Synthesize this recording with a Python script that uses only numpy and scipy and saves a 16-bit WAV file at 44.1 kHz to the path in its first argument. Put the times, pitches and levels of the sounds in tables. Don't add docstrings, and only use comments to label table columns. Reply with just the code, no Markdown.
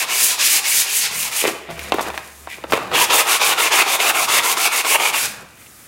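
import sys
import numpy as np
from scipy import signal
from scipy.fft import rfft, irfft, next_fast_len
from scipy.io import wavfile
from scipy.ndimage import uniform_filter1d, map_coordinates

SR = 44100
rng = np.random.default_rng(int(sys.argv[2]) if len(sys.argv) > 2 else 0)


def wrap_up_sound(samples):
    columns = np.atleast_2d(samples).T
    tamed = np.clip(columns, -1, 1)
    steps = np.round(tamed * 32767).astype(np.int16)
    wavfile.write(sys.argv[1], SR, steps)


def voltage_ratio(level):
    return 10 ** (np.asarray(level, float) / 20)


N = 258867

# start in seconds, end in seconds, grit hiss in dB,
# pressure as rim level in dB over the hiss, dig-in along the stroke in dB.
STROKES = [(-0.15, 0.041, -22.5, -8.5, 9), (0.089, 0.343, -18.5, -15.5, 3), (0.39, 0.593, -18, -17.5, 4.5),
           (0.637, 0.843, -19, -19.5, -1.5), (0.859, 1.078, -21.5, -19, 0.5), (1.104, 1.295, -25.5, -12, 5),
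           (1.314, 1.422, -23, -12.5, 10), (2.94, 3.051, -20, 2.5, 0), (3.101, 3.221, -18, 0.5, 6),
           (3.267, 3.371, -19, -1, 2), (3.406, 3.535, -19.5, 0.5, 1), (3.575, 3.682, -20.5, 0.5, 3.5),
           (3.715, 3.825, -18, 0.5, 7), (3.866, 3.964, -22, 0, 4), (3.993, 4.111, -20.5, 0.5, 9.5),
           (4.146, 4.256, -21, -1.4, -3), (4.281, 4.397, -21, 0.5, 13.5), (4.429, 4.537, -20.5, -1.5, 4.5),
           (4.566, 4.68, -20.5, -2, 10.5), (4.716, 4.816, -20.5, -3, 0), (4.845, 4.961, -19.5, -2, 10.5),
           (4.995, 5.102, -22, -1, 4), (5.131, 5.271, -23, -6.5, -7)]

# frequency in Hz, level in dB.
HISS = [(900, -16.5), (1750, -2), (2500, -1), (3700, 1), (4800, 2), (7000, -4.5), (9500, -15.5),
        (15800, -57)]
SIZZLE = [(4000, -33), (6400, -4.5), (8000, -2.5), (9600, -0.5), (12000, -2), (14500, -7), (16500, -6.5)]

# frequency in Hz, width in Hz, level in dB.
SHEET = [(1650, 280, -11), (2173, 234, 0), (2393, 300, 1.5), (2650, 320, 0.5), (3000, 360, -7.5)]
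RIM = [(335.6, 113, -11.5), (467, 106, -8), (650, 134, -5.5), (800, 120, -2.5), (936, 115, -1.5),
       (1050, 85, 0.5), (1147, 117, -1.5), (1325, 150, -3.5), (1462, 164, -5.5), (1740, 540, -13),
       (3550, 380, -9)]
RIM_EDGE = [(4700, 350, -2), (5600, 300, -5), (6250, 250, 0), (6800, 400, 0), (7600, 500, -2),
            (8800, 600, 0), (9700, 500, 0), (11200, 700, -2)]

# frequency in Hz, width in Hz, level in dB.
FINGERTIP = [(1540, 250, 3), (1980, 200, 12.5), (2370, 210, 13.5), (2900, 700, 5.5), (3650, 290, 6.5),
             (5080, 340, -7.5)]
PALM = [(362, 96, 5), (490, 27, 9.5), (670, 280, 3), (1018, 45, 7), (1200, 240, 1.5)]
SLIDE_HOLLOW = [(1364, 330, -2), (1770, 370, 0.78)]

# time in seconds, centre of the ring in Hz.
SLOW_BEND = [(0.0, 2430), (0.476, 2805), (0.64, 2340), (0.704, 2650), (0.994, 2568), (1.142, 2289),
             (1.182, 2576), (1.298, 2310), (1.43, 3094)]
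QUICK_BEND = [(2.94, 2546), (3.04, 2635), (3.23, 2322), (3.28, 2546), (3.89, 2450), (4.0, 2666),
              (4.07, 2489), (5.24, 2520), (5.27, 2594)]

# time in seconds, peak in dB, rise in seconds, fall in seconds (each over 20 dB; a fall below 0 is abrupt).
RUSTLES = [(1.425, -22, .03, 0.16), (1.44, -18, 0.052, 0.01), (1.475, -17, 0.03, 0.0653),
           (1.712, -37, 0.026, 0.2), (1.77, -44, 0.16, -5), (1.795, -33, 0.014, -0.1),
           (1.84, -30, 0.11, 0.08), (1.9, -34, .2, -0.3), (1.96, -36, .04, 0.5), (2.013, -25, 0.012, 0.08),
           (2.034, -31, .03, -0.04), (2.072, -34, 0.023, 0), (2.088, -27.5, .04, -0.06),
           (2.15, -35, .012, 0.16), (2.2, -45, 0.087, -2), (2.245, -39.5, 0.15, 0.25), (2.32, -44, .3, 1),
           (2.52, -34, 0.06, 0.16), (2.708, -29, 0.009, 0.16), (2.745, -23.5, 0.06, -0.4),
           (2.775, -26.5, .06, -0.36), (2.95, -38, 0.12, 4), (5.28, -26.5, 0.012, 0.13)]
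BRUSHES = [(1.466, -24, 0.16, 0.065), (1.67, -45.5, 0.29, 0.032), (1.717, -35, 0.11, 0.016),
           (1.78, -41, 0.19, 0.067), (1.86, -35.5, 0.4, 0.27), (2.004, -26, 0.037, 0.011),
           (2.07, -33, 0.09, 0.077), (2.17, -41, .15, 0.29), (2.526, -30.5, 0.073, 0.066),
           (2.616, -44, .016, .16), (2.7, -31, 0.0055, .008), (2.734, -16.5, 0.012, 0.024),
           (2.143, -35, .004, 0.092), (2.762, -28, .04, 0.069), (2.88, -44, 0.18, 0.14),
           (2.916, -30.5, 0.0084, 0.18), (5.62, -51, 0.32, 0.1), (5.82, -54, 0.22, .5),
           (5.28, -40, 0.013, 0.065), (5.42, -62, 0.18, 0.96)]
DRAGS = [(1.43, -30, 0.018, 0.17), (1.475, -21.5, 0.022, .05), (1.575, -40, .2, .08),
         (1.717, -46, .11, 0.18), (1.785, -28, .01, 0.008), (1.87, -37, 0.44, 0.32),
         (2.072, -26.5, 0.037, 0.063), (2.143, -39, .004, 0.25), (2.65, -45.5, 0.8, .4),
         (2.75, -26.5, 0.039, 0.25), (2.83, -28, .2, 0.059), (2.916, -24, 0.0092, 0.19),
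         (5.43, -43, 0.88, 0.24)]

# time in seconds,
# peak in dB, rise in seconds, fall in seconds.
WHISPERS = [
    (2.4, -49, 0.28, 0.073),
    (5.8, -55.5, 0.26, .6),
]
SLIDES = [
    (5.39, -45, 0.33, 0.085),
]

# time in seconds, peak in dB, rise in seconds, fall in seconds.
LEANS = [(.55, -62, 0.56, .3), (1.27, -52, 0.14, .1), (1.7, -56, .06, .3), (1.83, -34.5, 0.19, 0.14),
         (1.94, -40, .1, 0.089), (2.12, -39, 0.23, 0.17), (2.46, -41.5, 0.31, 0.076),
         (2.71, -41, 0.18, 0.13), (3.0, -50, .2, 0.29), (3.64, -55, 0.096, 0.28), (4.04, -54, 0.048, 0.27),
         (5.2, -56, 0.28, 0.75)]
SHOVES = [(.06, -48.5, 0.34, .8), (1.18, -41, 0.32, 0.35), (1.47, -39, 0.077, 0.2), (1.7, -35, 0.04, 0.17),
          (1.85, -54, 0.18, 0.16), (1.96, -35, 0.27, 0.2), (2.08, -44, .1, 0.34), (2.53, -48, 0.16, 0.055),
          (2.73, -31, 0.059, 0.12), (2.95, -34, 0.43, 0.37), (3.5, -43.5, 0.75, 0.5),
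          (4.32, -42, 0.52, 0.57), (5.02, -44, .1, 0.034), (5.25, -42, 0.48, 0.73)]

# frequency in Hz, level in dB.
RUMBLE = [(60, -9), (110, 3.5), (160, 4.5), (220, 6.5), (300, -3.5), (450, -29.5)]
ROOM_TONE = [(15, -28), (25, -16.5), (116, 0), (194, -27), (234, -22), (275, -3.5), (1060, -10), (1280, -4),
             (1550, -7.5), (3560, -14.5), (9930, -8.5), (15700, -14)]

# frequency in Hz, time to fade by 60 dB in seconds.
SHOP_T60 = [(200, 0.63), (1500, 0.79), (5000, 0.53), (14000, 0.33)]

# time in seconds, peak in dB, hollow under the hand in Hz.
THUDS = [(1.496, -13, 730), (1.507, -21, 340), (1.689, -20, 630), (1.942, -4, 383), (1.993, -4.5, 902),
         (2.007, -7, 543), (2.066, -25, 935), (2.083, -13.5, 670), (2.141, -18, 900), (2.472, -14.5, 754),
         (2.583, -25.5, 380), (2.641, -11, 495), (2.725, -2, 1010), (2.742, -15, 526), (2.788, -28, 1110)]
RAPS = [(1.421, -20, 382), (1.439, -3.5, 440), (1.451, -1.5, 454), (1.47, -18, 735), (1.549, -21, 490),
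        (1.702, -17, 650), (1.709, -19, 660), (1.92, 4, 670), (1.939, -13, 460), (2.024, -24, 760),
        (2.101, -12.5, 630), (2.701, -21, 856), (2.707, -21, 404), (2.721, 1.5, 620), (2.733, 4, 516),
        (2.753, -11, 557), (2.775, -10, 875)]
CATCHES = [
    (2.914, -14, 970),
    (3.1, -11, 1110),
    (3.133, 0, 770),
    (3.715, -12, 1081),
    (4.571, -11, 1310),
    (4.847, -6.5, 1136),
    (5.141, -6.5, 970),
]

# time in
# seconds, peak in dB, hollow under the hand in Hz, sheet edge in dB over the peak, paper snap in dB over the
FURTHER_BLOWS = [(1.477, -5, 360, 1.5, -21), (1.792, -28.5, 362, 14.5, -17), (1.9834, -4, 670, -18, -30.5),
                 (2.1761, -4.5, 1600, -35, -27), (2.1790, -27, 800, 3, -20), (2.638, -16, 900, -5, -25.5),
                 (4.001, -9, 780, 11, -16), (4.003, -15, 990, 8, -14), (2.472, -42, 1100, 1.5, -32),
                 (5.661, -46, 1430, 14, -30), (5.667, -46, 1430, 13, -30)]

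# frequency in Hz, level in dB, time to fade by 60 dB in seconds.
HEEL_MODES = [(162, -27, 0.46), (356, -32.5, 0.24), (675, -28, 0.38)]

# time
# in seconds, peak in dB, time to fade by 60 dB in seconds.
TICKS = [(1.703, -33, .012), (1.7916, -20, .03), (1.8274, -30, .02), (1.922, -23, .015),
         (1.9407, -15.5, .035), (2.009, -19, .04), (2.0674, -28, .02), (2.102, -29, .02),
         (2.1458, -29, .02), (2.1766, -19, .025), (2.4907, -34, .015), (2.5082, -32, .015),
         (2.6384, -35, .015), (2.705, -27, 0.02), (2.7223, -7, 0.014), (2.733, -15, .025),
         (2.753, -18, .02), (2.7741, -26, .015),
         (2.5674, -34, .012),
    (2.794, -34.5, .015),
    (2.833, -29, .025),
    (2.8744, -29, 0.011),
]

SHEET_DB, SHEET_PER_PRESSURE = -0.9, 0.35
BRIGHT_DB, BRIGHT_PER_PRESSURE = 4, -0.18
SPEEDUP_DB, SPEEDUP_PER_DIG = 3.5, 0.24
RIM_DIG_DB, SHEET_DIG_DB = -7, -1.8
PUSH_RISE, PULL_RISE = 0.048, 0.073
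RISE_DB_PER_PRESSURE = -0.02
PUSH_FALL, PULL_FALL = 0.062, 0.095
PUSH_BITE_DB, BITE_SHARE = 3.5, 0.078
PULL_ARCH_DB = 0
CREEP_DB, CREEP_S = -15.5, 0.04
SHEET_REST_HZ, SHEET_WANDER, RIM_WANDER = 2500, 0.015, 0.03
HUM_HZ, HUM_REST_DB, RUMBLE_REST_DB = 71.3, -61, -61.5
ROOM_TONE_DB = -44.5
THUD_EDGE_DB, RAP_EDGE_DB, CATCH_EDGE_DB = -49, -4.5, -7
THUD_SNAP_DB, RAP_SNAP_DB, CATCH_SNAP_DB = -32, -31, -21
HEEL_S, TICK_LOW_HZ = 1.688, 2180


def rms_one(x):
    return x / np.sqrt(np.mean(x ** 2) + 1e-20)


def at_hz(points, hz):
    points = np.array(points)
    return np.interp(np.log(hz + 1), np.log(points[:, 0]), points[:, 1])


def colour(x, spectrum):
    size = next_fast_len(N)
    gain = voltage_ratio(at_hz(spectrum, np.fft.rfftfreq(size, 1 / SR)))
    return rms_one(irfft(rfft(x, size) * gain, size)[:N])


def drift(rate):
    r = np.exp(-80 * np.pi * rate / SR)
    slow = signal.lfilter([1], [1, -2 * r, r * r], rng.standard_normal(N // 40 + 2002))[2000:]
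    return np.interp(np.arange(N) / 40, np.arange(len(slow)), rms_one(slow))


def resonance(x, hz, width_hz):
    r = np.exp(-np.pi * width_hz / SR)
    return signal.lfilter(np.array([1, 0, -1]) * (1 - r * r) / 2, [1, -2 * r * np.cos(2 * np.pi * hz / SR), r * r], x)


def bank(x, modes, patchy_db):
    total = np.zeros(N)
    for k, (hz, width, db) in enumerate(modes):
        total += (-1) ** k * resonance(x * voltage_ratio(db + patchy_db * drift(6.5)), hz, width)
    return total


def driven(gain, grains, modes, patchy_db, pitch=1):
    rung = rms_one(bank(grains, modes, patchy_db))
    return gain * map_coordinates(rung, [np.cumsum(pitch + np.zeros(N))], order=3, mode="grid-wrap")


def touches(rows):
    t = np.arange(0, N, 16) / SR
    db = []
    for s, peak_db, rise, fall in rows:
        away = np.maximum((s - t) / max(rise, .002), (t - s) / max(fall, .002))
        db.append(peak_db - 20 * away)
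    return np.interp(np.arange(N) / SR, t, voltage_ratio(np.max(db, axis=0)))


def grit(per_s, spread_db):
    sizes = voltage_ratio(spread_db * np.minimum(rng.exponential(1, N), 5)) * rng.choice([-1, 1], N)
    return rms_one(sizes * (rng.random(N) < per_s / SR) + 1e-9)


def creases(per_s, t60):
    bursts = signal.lfilter([1], [1, -voltage_ratio(-60 / (t60 * SR))], np.abs(grit(per_s, spread_db=8.5)))
    return bursts / bursts.mean()


def bends():
    s, hz = np.transpose(SLOW_BEND + QUICK_BEND)
    bent = (np.interp(np.arange(N) / SR, s, hz) / SHEET_REST_HZ) ** .7
    return bent + SHEET_WANDER * drift(9), 1 + RIM_WANDER * drift(7)


def stroke_gain(levels_db, swells_db, arch_db, slow, bite):
    t, out = np.arange(N) / SR, np.zeros(N)
    for k, ((start, end, _, pressure_db, _), level_db, swell_db) in enumerate(zip(STROKES, levels_db, swells_db)):
        pull, length = k % 2, end - start
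        rise = (PULL_RISE if pull else PUSH_RISE) * length * voltage_ratio(RISE_DB_PER_PRESSURE * pressure_db)
        fall = (PULL_FALL if pull else PUSH_FALL) * length
        near = slice(max(0, int((start - .15) * SR)), int((end + .15) * SR))
        along = np.clip((t[near] - start) / length, 0, 1)
        loose = 1 / (1 + np.exp((start - t[near]) / (slow * max(rise, .002))))
        moving = 1 / (1 + np.exp((t[near] - end) / (slow * max(fall, .002))))
        hump = np.sin(np.pi * along) - 1
        arch = arch_db * length / 0.29 * hump
        if pull:
            arch += PULL_ARCH_DB * hump
        else:
            arch += bite * PUSH_BITE_DB * np.exp((along - 1) / BITE_SHARE)
        out[near] += loose * moving * voltage_ratio(level_db + swell_db * (along - .5) + arch)
    return out


def rubbing():
    _, _, hiss_db, rim_db, dig_db = np.transpose(STROKES)
    sheet_db = SHEET_DB + SHEET_PER_PRESSURE * rim_db
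    bright_db = BRIGHT_DB + BRIGHT_PER_PRESSURE * rim_db
    swell_db = SPEEDUP_DB + SPEEDUP_PER_DIG * dig_db
    rim_swell_db, sheet_swell_db = RIM_DIG_DB + dig_db, SHEET_DIG_DB + dig_db
    fine, coarse = grit(16000, spread_db=2.0), grit(3200, spread_db=3.0)
    sheet_pitch, rim_pitch = bends()
    judder = voltage_ratio(0.85 * drift(70))
    crackle = voltage_ratio(-6.5) * touches(RUSTLES) * (1.1 + 0.12 * creases(400, t60=0.02))

    hiss = judder * stroke_gain(hiss_db - 5.5, 0.7 * swell_db, arch_db=-1.0, slow=0.57, bite=0.17)
    sizzle = judder * stroke_gain(hiss_db - 5.5 + bright_db, 1.5 * swell_db, arch_db=12.5, slow=0.51, bite=0.077)
    sheet = judder * stroke_gain(hiss_db + sheet_db + 0.38, 1.07 * sheet_swell_db, arch_db=-0.5, slow=0.41, bite=1.27)
    rim = judder * stroke_gain(hiss_db + rim_db + 0.079, 0.49 * rim_swell_db, arch_db=-10.0, slow=0.94, bite=0.9)
    hiss, sizzle = (g + voltage_ratio(CREEP_DB) * uniform_filter1d(g, size=int(CREEP_S * SR)) for g in (hiss, sizzle))

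    air = (hiss * voltage_ratio(2.14 * drift(5.3)) + voltage_ratio(-4.0) * crackle) * colour(fine, HISS)
    treble = sizzle * voltage_ratio(1.57 * drift(11.8)) + voltage_ratio(-1.9) * crackle + touches(WHISPERS)
    air += treble * colour(fine, SIZZLE)
    air += driven(voltage_ratio(-12) * hiss, np.roll(fine, 4000), RIM_EDGE, patchy_db=5)
    steel = driven(sheet, coarse, SHEET, 1.7, sheet_pitch) + driven(rim, coarse, RIM, 2.0, rim_pitch)
    hand = driven(judder * touches(BRUSHES), coarse, FINGERTIP, .6)
    hand += driven(judder * touches(DRAGS), coarse, PALM, 1.5)
    return air + steel + hand + driven(touches(SLIDES), coarse, SLIDE_HOLLOW, 0.92)


def rocking():
    hum = touches(LEANS) + voltage_ratio(HUM_REST_DB)
    rumble = touches(SHOVES) + voltage_ratio(RUMBLE_REST_DB)
    tone = np.sqrt(2) * np.sin(2 * np.pi * np.cumsum(HUM_HZ + 1.2 * drift(3.8)) / SR)
    return voltage_ratio(-4.5) * hum * tone + voltage_ratio(-4.0) * rumble * colour(rng.standard_normal(N), RUMBLE)


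def workshop(x):
    size = next_fast_len(N + SR)
    hz = np.fft.rfftfreq(size, 1 / SR)
    t60 = at_hz(SHOP_T60, hz)
    echoes = np.zeros(len(hz), complex)
    for k, lag in enumerate(rng.uniform(.012, .05, 10)):
        loop = voltage_ratio(-60 * lag / t60) * np.exp(-2j * np.pi * hz * lag)
        echoes += (-1) ** k * loop / (1 - loop)
    return irfft(rfft(x, size) * echoes, size)[:N]


def gain_control(x, knee_db=-42, most_db=17, memory_s=0.054):
    keep = np.exp(-1 / (memory_s * SR))
    power = signal.lfilter([1 - keep], [1, -keep], uniform_filter1d(x ** 2, size=1500))
    level_db = 10 * np.log10(power + 1e-12)
    return -np.clip(2.5 * (level_db - knee_db), 0, most_db)


def room_tone(work):
    return voltage_ratio(ROOM_TONE_DB + gain_control(work)) * colour(rng.standard_normal(N), ROOM_TONE)


def knocks():
    out, span = np.zeros(N + 4000), np.arange(4000) / SR
    blows = [row + (THUD_EDGE_DB, THUD_SNAP_DB) for row in THUDS]
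    blows += [row + (RAP_EDGE_DB, RAP_SNAP_DB) for row in RAPS]
    blows += [row + (CATCH_EDGE_DB, CATCH_SNAP_DB) for row in CATCHES]
    blows += FURTHER_BLOWS
    for (s, peak_db, hz, edge_db, snap_db), noise in zip(blows, rng.standard_normal((len(blows), 4000))):
        blow = signal.unit_impulse(4000) + 0.063 * noise * voltage_ratio(-60 * span / 0.033)
        lag = np.exp(-2 * np.pi * 3.7 * hz / SR)
        soft = signal.lfilter([1], [1, -2 * lag, lag * lag], blow)
        hollow = resonance(soft, hz, .4 * hz)
        rim = sum(resonance(soft, f, 0.45 * w) * voltage_ratio(db + 2.5 * luck) for (f, w, db), luck in zip(RIM, noise[-20:]))
        edge = sum(resonance(blow, f, 0.41 * w) * voltage_ratio(db + 2.4 * luck) for (f, w, db), luck in zip(SHEET, noise[-9:]))
        snap = np.diff(noise, prepend=0) * voltage_ratio(-60 * span / 0.018)
        for part, level_db in ((hollow, -5.5), (rim, -7.5), (edge, edge_db), (snap, snap_db)):
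            out[round((s + .0014) * SR):][:4000] += part / np.abs(part).max() * voltage_ratio(peak_db + level_db)
    return out[:N]


def heel():
    t = np.maximum(np.arange(N) / SR - HEEL_S, 0)
    return sum(voltage_ratio(db - 60 * t / t60) * np.sin(2 * np.pi * hz * t) for hz, db, t60 in HEEL_MODES)


def ticks():
    out, span = np.zeros(N), np.arange(1500) / SR
    rows = TICKS
    for (s, db, t60), noise in zip(rows, rng.standard_normal((len(rows), 1500))):
        out[round(s * SR):][:1500] += voltage_ratio(db - 8.0 - 60 * span / t60) * noise
    return signal.sosfilt(signal.butter(2, TICK_LOW_HZ, "high", fs=SR, output="sos"), out)


def scene():
    no_bass = signal.butter(3, 230, "high", fs=SR, output="sos")
    work = signal.sosfilt(no_bass, rubbing() + knocks() + heel())
    work = work + voltage_ratio(-22.5) * workshop(work)
    return np.tile(work + rocking() + room_tone(work) + ticks(), (2, 1))


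def low_pass(x):
    return signal.sosfilt(signal.butter(12, 16160, fs=SR, output="sos"), x)


def record(dry):
    rounded = 1.02 * np.tanh(dry / 1.02)
    mix = signal.sosfilt(signal.ellip(12, .5, 70, 15830, fs=SR, output="sos"), rounded)
    return low_pass(mix)


dry = scene()
out = record(dry)
wrap_up_sound(out)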